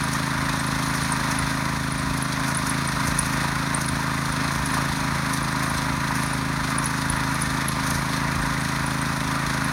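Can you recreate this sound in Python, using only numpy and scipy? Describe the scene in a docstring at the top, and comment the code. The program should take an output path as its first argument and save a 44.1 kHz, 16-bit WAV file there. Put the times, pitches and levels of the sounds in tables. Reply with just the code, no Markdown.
"""A petrol rotary tiller putters across a dry garden plot, some metres from the microphone.
Its single-cylinder four-stroke gulps, barks, knocks and clatters once a cycle, each stroke set off by one crank;
in bouts the governor hunts about three times a second. A nearby wall echoes the beat and the pipe drones.
Shaped noise makes the rustling, scraping soil and the light breeze on the microphone.
Short rising chirps make the squeaks of the drive."""
import sys
import numpy as np
from scipy import signal
from scipy.fft import rfft, irfft, next_fast_len
from scipy.io import wavfile
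from scipy.ndimage import uniform_filter1d, map_coordinates

SR = 44100
rng = np.random.default_rng(int(sys.argv[2]) if len(sys.argv) > 2 else 0)


def unload_wav(signal):
    """Save mono or channel-first audio to the path in sys.argv[1] as 16-bit WAV at rate SR, clipped to [-1, 1]."""
    wavfile.write(
        sys.argv[1],
        SR,
        np.round(np.clip(np.atleast_2d(signal).T, -1, 1) * 32767).astype(np.int16),
    )


N = 428652


def amp(db):
    """Decibels to gain."""
    return 10 ** (np.asarray(db) / 20)


def unit(x):
    """x at rms 1."""
    return x / np.sqrt(np.mean(x ** 2) + 1e-20)


def seconds(count):
    """Time in s of each of count samples."""
    return np.arange(count) / SR


def curves(rows):
    """One value per sample for each column after the time."""
    s, *columns = np.transpose(rows)
    return [np.interp(seconds(N), s, column) for column in columns]


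def wobble(rate):
    """A smooth random curve, rate knots a second."""
    knots = rng.standard_normal(int(N * rate / SR) + 4)
    return map_coordinates(knots, [np.arange(N) * rate / SR])


def bump(s, length):
    """A smooth swell of height 1 around time s."""
    return np.exp(-(2 * (seconds(N) - s) / length) ** 2)


def surge(t, rise):
    """A quick push that peaks at height 1 after rise seconds, then dies away."""
    return t / rise * np.exp(1 - t / rise)


def gain_along(points, hz):
    """Gain of (Hz, dB) points, read on a log frequency axis."""
    f, db = np.transpose(points)
    return amp(np.interp(np.log(hz + 1), np.log(f), db))


def filtered(x, response):
    """x with its spectrum multiplied by a response of frequency."""
    size = next_fast_len(N + SR // 2)
    return irfft(rfft(x, size) * response(np.fft.rfftfreq(size, 1 / SR)), size)[:N]


def coloured(x, spectrum):
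    """x shaped by a spectrum, at rms 1."""
    return unit(filtered(x, lambda hz: gain_along(spectrum, hz)))


def add(track, s, sound):
    """Mix a short sound into the track at time s."""
    part = track[max(round(s * SR), 0):][:len(sound)]
    part += sound[:len(part)]


def strokes(cycle, place, scatter_db, jitter):
    """One impulse each time the engine passes a place in its cycle, uneven in size and time (jitter in s)."""
    chance = np.clip(rng.standard_normal((300, 2)), -2, 2)
    passes = np.arange(len(chance)) + place
    at = np.interp(passes, cycle, np.arange(N), right=2 * N) + jitter * SR * chance[:, 0]
    keep = (at >= 0) & (at < N)
    return np.bincount(at[keep].astype(int), amp(scatter_db * chance[keep, 1]), N)


def ring(blows, response):
    """Every impulse sets off the response."""
    return signal.fftconvolve(blows, response)[:N]


# the speed that the governor holds: start_s [s], speed [firings per second]
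HELD_SPEED = [(0, 27.0), (.81, 26.63), (.94, 27.01), (1.27, 26.4), (1.75, 27.12), (1.93, 26.44),
              (3.05, 26.9), (3.45, 27.24), (4.53, 26.91), (4.75, 26.56), (5.16, 27.02), (6.6, 26.64),
              (8.35, 27.08), (9.72, 26.89)]
# bouts of hunting that swell and fade:
# top_surge_s [s], swing [firings per second], length_s [s], rate [surges per second]
HUNTING_BOUTS = [(2.82, .96, 1.22, 3.13), (4.83, 1.01, 1.03, 3.05), (5.72, .28, 1.37, 3.09),
                 (6.8, .37, 4.56, 3.52), (7.97, .59, 1.0, 2.89), (9.43, .43, .54, 2.62)]


def governor():
    """Firings per second: the held speed, overshot in both directions during each bout of hunting."""
    speed, = curves(HELD_SPEED)
    for s, swing, length, rate in HUNTING_BOUTS:
        speed = speed + swing * bump(s, length) * np.cos(2 * np.pi * rate * (seconds(N) - s))
    return speed


# air pushes of one cycle, in order: casing rocks, intake gulps, exhaust valve cracks open, exhaust blows
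# place [cycle, 0-1], pitch_hz [Hz], rise_s [s], level_db [dB before direction and muffler],
# direction [scale; above 0 blows, below 0 sucks]
AIR_PUSHES = [(.057, 46, 0.0076, -28, 1), (0.1845, 125.7, 0.0017, -18, -0.62),
              (0.435, 546, 0.00085, -28.5, 0.72), (0.472, 176.5, 0.0026, -18, 0.83)]
# the muffler's colour: pitch_hz [Hz], gain_db [dB]
MUFFLER_COLOUR = [(27, -17), (50, 3), (80, 6.5), (110, 0.5), (135, 5.5), (160, 4.5), (190, 2.5),
                  (240, -1.5), (268, -3), (295, 1), (350, -0.5), (380, 5.5), (430, -3.5), (560, 4),
                  (650, 11), (800, -6.5)]


def beat(cycle, echo_s=0.01475, echo_db=-8.5):
    """Casing, intake and exhaust push the air in damped pulses, coloured by the muffler and echoed by a wall."""
    t, out = seconds(SR // 10), np.zeros(N)
    for place, hz, rise, db, direction in AIR_PUSHES:
        pulse = surge(t, rise) ** 2 * np.sin(2 * np.pi * hz * t)
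        firings = strokes(cycle, place, scatter_db=.25, jitter=.00002)
        out += direction * amp(db) * ring(firings, pulse)

    def muffler_and_wall(hz):
        """Muffler gain, times the direct sound plus one delayed echo."""
        wall = 1 + amp(echo_db) * np.exp(-2j * np.pi * hz * echo_s)
        return gain_along(MUFFLER_COLOUR, hz) * wall

    return filtered(out, muffler_and_wall)


def drone(putter, speed, pipe_hz=268, width_hz=13, level_db=-35.5, tuned_speed=26.43, reach=0.88,
          lag_s=.05, pull_db=0.0749):
    """The pipe rings on near its resonance, swells as the engine pulls and fades when it races past."""
    late_speed = np.interp(np.arange(N) - lag_s * SR, np.arange(N), speed)
    racing = np.maximum(late_speed - tuned_speed, 0)  # firings per second above the tuned speed
    ringing = unit(filtered(putter, lambda hz: np.exp(-.5 * ((hz - pipe_hz) / width_hz) ** 2)))
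    pull = np.gradient(speed) * SR  # firings per second gained each second
    return amp(level_db + pull_db * pull) / (1 + (racing / reach) ** 2) * ringing


# blows on the engine block: place [cycle, 0-1], level_db [dB before the modes and load]
BLOCK_BLOWS = [(0.96, -26.5), (.44, -28)]
# ringing modes of the block: pitch_hz [Hz], level_db [dB], t60_s [s]
BLOCK_MODES = [(980, -3, 0.075), (1045, -5.5, 0.07), (1201, -2.5, 0.041), (1353, -16, 0.044),
               (1560, -15, 0.044), (1798, -9, 0.1)]
# the frame jolts and a guard clanks: start_s [s], level_db [dB before clank_db, the modes and load]
GUARD_CLANKS = [(0.543, -13), (1.118, -19), (3.444, -16), (4.732, -15.5), (4.769, -18), (5.787, -17),
                (6.107, -15), (6.592, -14), (7.584, -21)]


def knock(cycle, clank_db=-5):
    """Combustion and piston slap ring the block, each mode uneven in strength; jolts clank the same metal."""
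    t, out, jolts = seconds(SR // 10), np.zeros(N), np.zeros(N)
    for s, db in GUARD_CLANKS:
        add(jolts, s, np.array([amp(db + clank_db)]))
    for hz, mode_db, t60 in BLOCK_MODES:
        blows = jolts.copy()
        for place, db in BLOCK_BLOWS:
            blows += amp(db) * strokes(cycle, place, scatter_db=2.5, jitter=.00008)
        onset = 1 - np.exp(-t / 0.00064)
        out += ring(blows, amp(mode_db - 60 * t / t60) * np.sin(2 * np.pi * hz * t) * onset)
    return out


# relative spectrum of the valve gear: pitch_hz [Hz], level_db [dB per Hz]
CLATTER_SPECTRUM = [(1500, -13), (2900, -9.5), (3500, 0.5), (4000, 1), (4150, 3.5), (4350, 0), (4800, -2.5),
                    (6300, -3.5), (6900, -8), (7600, -15.5), (8800, -5.5), (9900, -7.5), (11100, -10.5),
                    (11900, -19.5), (13700, -17), (15800, -24)]
# valve gear and piston impacts: place [cycle, 0-1], level_db [dB over the steady hiss], t60_s [s]
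VALVE_TAPS = [(.105, 4, 0.042), (0.238, 5, 0.074), (.41, -1, 0.026), (.85, -2, .02)]


def clatter(cycle):
    """Each impact of the valve gear is a short burst of bright noise on a steady hiss."""
    t, power = seconds(SR // 10), np.ones(N)
    for place, db, t60 in VALVE_TAPS:
        impacts = strokes(cycle, place, scatter_db=2.5, jitter=0.0001)
        power += ring(impacts ** 2, amp(db - 60 * t / t60) ** 2)
    bursts = rng.standard_normal(N) * np.sqrt(np.abs(power))
    return coloured(bursts * amp(0.97 * wobble(700)), CLATTER_SPECTRUM)


# relative spectrum of fan, gears and cowling: pitch_hz [Hz], level_db [dB per Hz]
CASING_SPECTRUM = [(80, -31), (140, -5.5), (280, -6.5), (430, -17), (620, -6.5), (800, -9), (960, -2.5),
                   (1250, -1.5), (1500, -2), (1850, -4.5), (2200, -7), (2550, -10), (3000, -21.5),
                   (5000, -38)]


def whirr(cycle, depth=0.13, loudest=0.27):
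    """Fan, gears and cowling roar as noise, swelling once a cycle."""
    swell = 1 + depth * np.cos(2 * np.pi * (cycle - loudest))
    return coloured(rng.standard_normal(N) * swell * amp(0.78 * wobble(220)), CASING_SPECTRUM)


def rattle(cycle, low_hz=920, high_hz=2050, t60=0.053, loudest=.25, spread=.24, scatter_db=4):
    """Guards and linkages, shaken by the firings, chatter in short ringing strokes at random pitches."""
    t, out = seconds(SR // 25), np.zeros(N)
    chance = rng.standard_normal((2600, 2))
    turns = np.floor(rng.uniform(0, cycle[-1], len(chance))) + loudest + spread * chance[:, 0]
    starts = np.interp(turns, cycle, seconds(N))
    pitches = low_hz * (high_hz / low_hz) ** rng.random(len(chance))
    sizes = np.clip(chance[:, 1], -2, 2)
    fade = amp(-60 * t / t60) * (1 - np.exp(-t / 0.0003))
    for s, hz, size in zip(starts, pitches, sizes):
        add(out, s, amp(scatter_db * size) * fade * np.sin(2 * np.pi * hz * t))
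    return unit(out)


# how hard the tines load the engine: start_s [s], load_db [dB]
TINE_LOAD = [(0, -0.1), (.7, 0.05), (1.08, 1.5), (1.45, 0.5), (1.85, -2), (2.5, 0), (3.15, 0.4),
             (3.9, -0.56), (4.8, .5), (5.45, -0.2), (5.9, .3), (6.25, 0.5), (6.48, -1.9), (6.7, 0),
             (7.9, 0.7), (8.2, 0), (9.72, 0.5)]


def tine_load():
    """Load of the ground on the tines in dB, around 0 at normal load."""
    load_db, = curves(TINE_LOAD)
    return load_db


# relative spectrum of dry soil: pitch_hz [Hz], level_db [dB per Hz]
SOIL_SPECTRUM = [(800, -31), (3000, -12), (5500, 12), (6600, 12), (7600, -2.5), (9000, 11.5), (11000, 6.5),
                 (12000, 0.5), (13800, 1.5), (15800, -12)]
# a tine grinds through a gritty clod: start_s [s], level_db [dB before the scrape and spray trims]
CLOD_SCRAPES = [(.1322, -27), (.8345, -36), (0.951, -30), (1.309, -27), (2.17, -31), (2.4798, -25),
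                (2.6646, -25), (3.0719, -24), (3.1847, -25), (3.2585, -29.5), (3.3278, -32),
                (3.8117, -25.5), (4.52, -33), (4.6578, -31), (4.74, -30), (5.3344, -27), (5.63, -28.5),
                (6.1538, -26.5), (6.7, -32), (6.842, -29), (7.41, -28), (7.8645, -28), (7.905, -28),
                (7.9494, -27), (8.93, -34)]
SOIL_DB, SOIL_GROWS = -45.5, 2  # level in dB; dB per dB of load


def soil(cycle, load_db, depth=0.13, loudest=0.26, uneven_db=1.9, spray_s=0.025, spray_db=-14):
    """Dry crumbs rustle off the tines, harder once a cycle; gritty clods scrape louder and throw a spray."""
    t, scrapes, spray = seconds(SR // 4), np.zeros(N), np.zeros(N)
    for s, db in CLOD_SCRAPES:
        add(scrapes, s - .002, amp(db - 4.5) * surge(t, 0.0058))
        add(spray, s - spray_s, amp(db + spray_db) * surge(t, spray_s))
    rustle = np.hypot(amp(SOIL_DB + SOIL_GROWS * load_db + uneven_db * wobble(9)), spray)
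    push = 1 + depth * np.cos(2 * np.pi * (cycle - loudest))
    crumbs = coloured(rng.standard_normal(N) * amp(3.6 * wobble(1100)), SOIL_SPECTRUM)
    return crumbs * np.hypot(push * rustle * amp(1.3 * wobble(70)), scrapes)


# the drive squeaks: start_s [s], level_db [dB before a 2.2 dB cut], pitch_hz [Hz at the chirp's swell]
DRIVE_SQUEAKS = [(0.0373, -22.5, 10000), (0.5947, -23, 8600), (0.6656, -24, 10000), (1.0331, -23, 9020),
                 (1.1209, -16.5, 8950), (1.387, -17, 9960), (1.921, -24, 9610), (1.9794, -26, 9370),
                 (2.2238, -19, 10500), (2.5466, -19, 8740), (2.5701, -14.5, 10100), (2.695, -16.5, 10000),
                 (2.8749, -19.5, 8900), (3.1898, -9, 9940), (3.7459, -13, 9020), (3.8601, -22, 9990),
                 (3.8871, -18.5, 9630), (4.3216, -23, 9640), (4.6578, -20.5, 10080), (4.7401, -25, 9990),
                 (5.3358, -20.5, 9100), (5.6974, -24, 10400), (5.7708, -26, 8350), (6.2334, -24, 10800),
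                 (6.3325, -24, 9650), (6.783, -14.5, 9600), (6.8568, -14.5, 10500), (7.0988, -13.5, 10070),
                 (7.3434, -25, 10900), (7.419, -15, 9600), (7.6827, -15.5, 10870), (7.903, -23, 10900),
                 (8.6058, -27, 8400), (8.8628, -22.5, 9700), (9.0139, -23.5, 8620), (9.6435, -23.5, 10800)]


def squeaks(rise=0.003, waver_hz=270, sweep_hz_per_s=50000, tail_t60=0.24, tail_db=-12,
            faint_db=-31, count=30):
    """Dry metal slips in short, unsteady, rising chirps that scatter around the garden, faint ones between."""
    t, out = seconds(SR // 10), np.zeros(N)
    faint_starts = rng.uniform(0, N / SR, count)
    faint_levels = rng.normal(faint_db, 3, count)
    faint = np.transpose([faint_starts, faint_levels, rng.uniform(8400, 10740, count)])
    for s, db, hz in [*DRIVE_SQUEAKS, *faint]:
        waver = unit(uniform_filter1d(rng.standard_normal(len(t)), size=24))
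        pitch = hz + sweep_hz_per_s * (t - rise) + waver_hz * waver
        chirp = surge(t, rise) ** 2 * np.sin(2 * np.pi * np.cumsum(pitch) / SR)
        tail = rng.standard_normal(len(t)) * amp(-60 * t / tail_t60)
        scattered = signal.fftconvolve(chirp, tail / np.linalg.norm(tail))[:len(t)]
        add(out, s - .001, amp(db - 2.2) * (chirp + amp(tail_db) * scattered))
    return out


def surroundings(x, t60=0.069, wet_db=-15):
    """Ground, fence and trees return a short cluster of faint reflections."""
    t = seconds(SR // 12)
    tail = rng.standard_normal(len(t)) * amp(-60 * t / t60) * (1 - np.exp(-t / .002))
    reflections = ring(x, tail / np.linalg.norm(tail))
    return (x + amp(wet_db) * reflections) / np.hypot(1, amp(wet_db))


# relative spectrum of air on the microphone: pitch_hz [Hz], level_db [dB per Hz]
BREEZE_SPECTRUM = [(15, -35), (30, -29), (45, 2.5), (65, 2), (100, -4.5), (160, -20), (400, -46)]
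# gusts on the microphone: middle_s [s], level_db [dB], length_s [s]
BREEZE_GUSTS = [(.55, -43, .5), (1.408, -35, 0.076), (2.11, -32, 0.1), (3.084, -31, 0.37), (3.398, -43, .3),
                (3.936, -34, .07), (4.3, -37, .05), (4.65, -37, .28), (5.79, -38, 0.083), (5.947, -35, 0.1),
                (7.12, -37, .14), (7.502, -37, .16), (7.957, -36, .16), (8.37, -35, .24)]


def breeze(steady_db=-43.5, lumpy_db=2.5):
    """Low, lumpy noise of air rumbling on the microphone, swelling in short gusts."""
    steady = amp(steady_db + lumpy_db * wobble(11))
    gusts = sum(amp(db) * bump(s, length) for s, db, length in BREEZE_GUSTS)
    return np.hypot(steady, gusts) * coloured(rng.standard_normal(N), BREEZE_SPECTRUM)


THROTTLE_DB = 0.0261  # louder per (firing per second) gained each second
CASING_DB, RATTLE_DB = -30, -36.5  # at normal load
# level in dB; dB per dB of load and throttle; dB per s, fading as the machine moves along
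CLATTER_DB, CLATTER_GROWS, CLATTER_DB_PER_S = -35, 1.08, -0.1659


def scene(surge_db=0.93, unsteady_db=.5):
    """The crank drives the engine; speed fattens the beat, load and throttle harden block, casing and valves."""
    speed = governor()
    cycle = np.cumsum(speed) / SR
    load_db = tine_load()
    effort_db = load_db + THROTTLE_DB * np.gradient(speed) * SR
    body_db = effort_db + unsteady_db * wobble(14)
    clatter_db = CLATTER_DB + CLATTER_GROWS * effort_db + CLATTER_DB_PER_S * seconds(N) + .7 * wobble(16)
    putter = beat(cycle)
    exhaust = amp(surge_db * (speed - np.mean(speed))) * putter + drone(putter, speed)
    block = amp(body_db) * knock(cycle)
    casing = amp(body_db + CASING_DB) * whirr(cycle) + amp(body_db + RATTLE_DB) * rattle(cycle)
    valves = amp(clatter_db) * clatter(cycle)
    reflected = surroundings(casing + valves + soil(cycle, load_db))
    return (exhaust + block + reflected + squeaks() + breeze())[None]


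def record(dry, top_hz=15850):
    """The microphone's signal keeps nothing at or above its band limit."""
    return filtered(dry[0], lambda hz: hz < top_hz)[None]


dry = scene()
out = record(dry)
unload_wav(out)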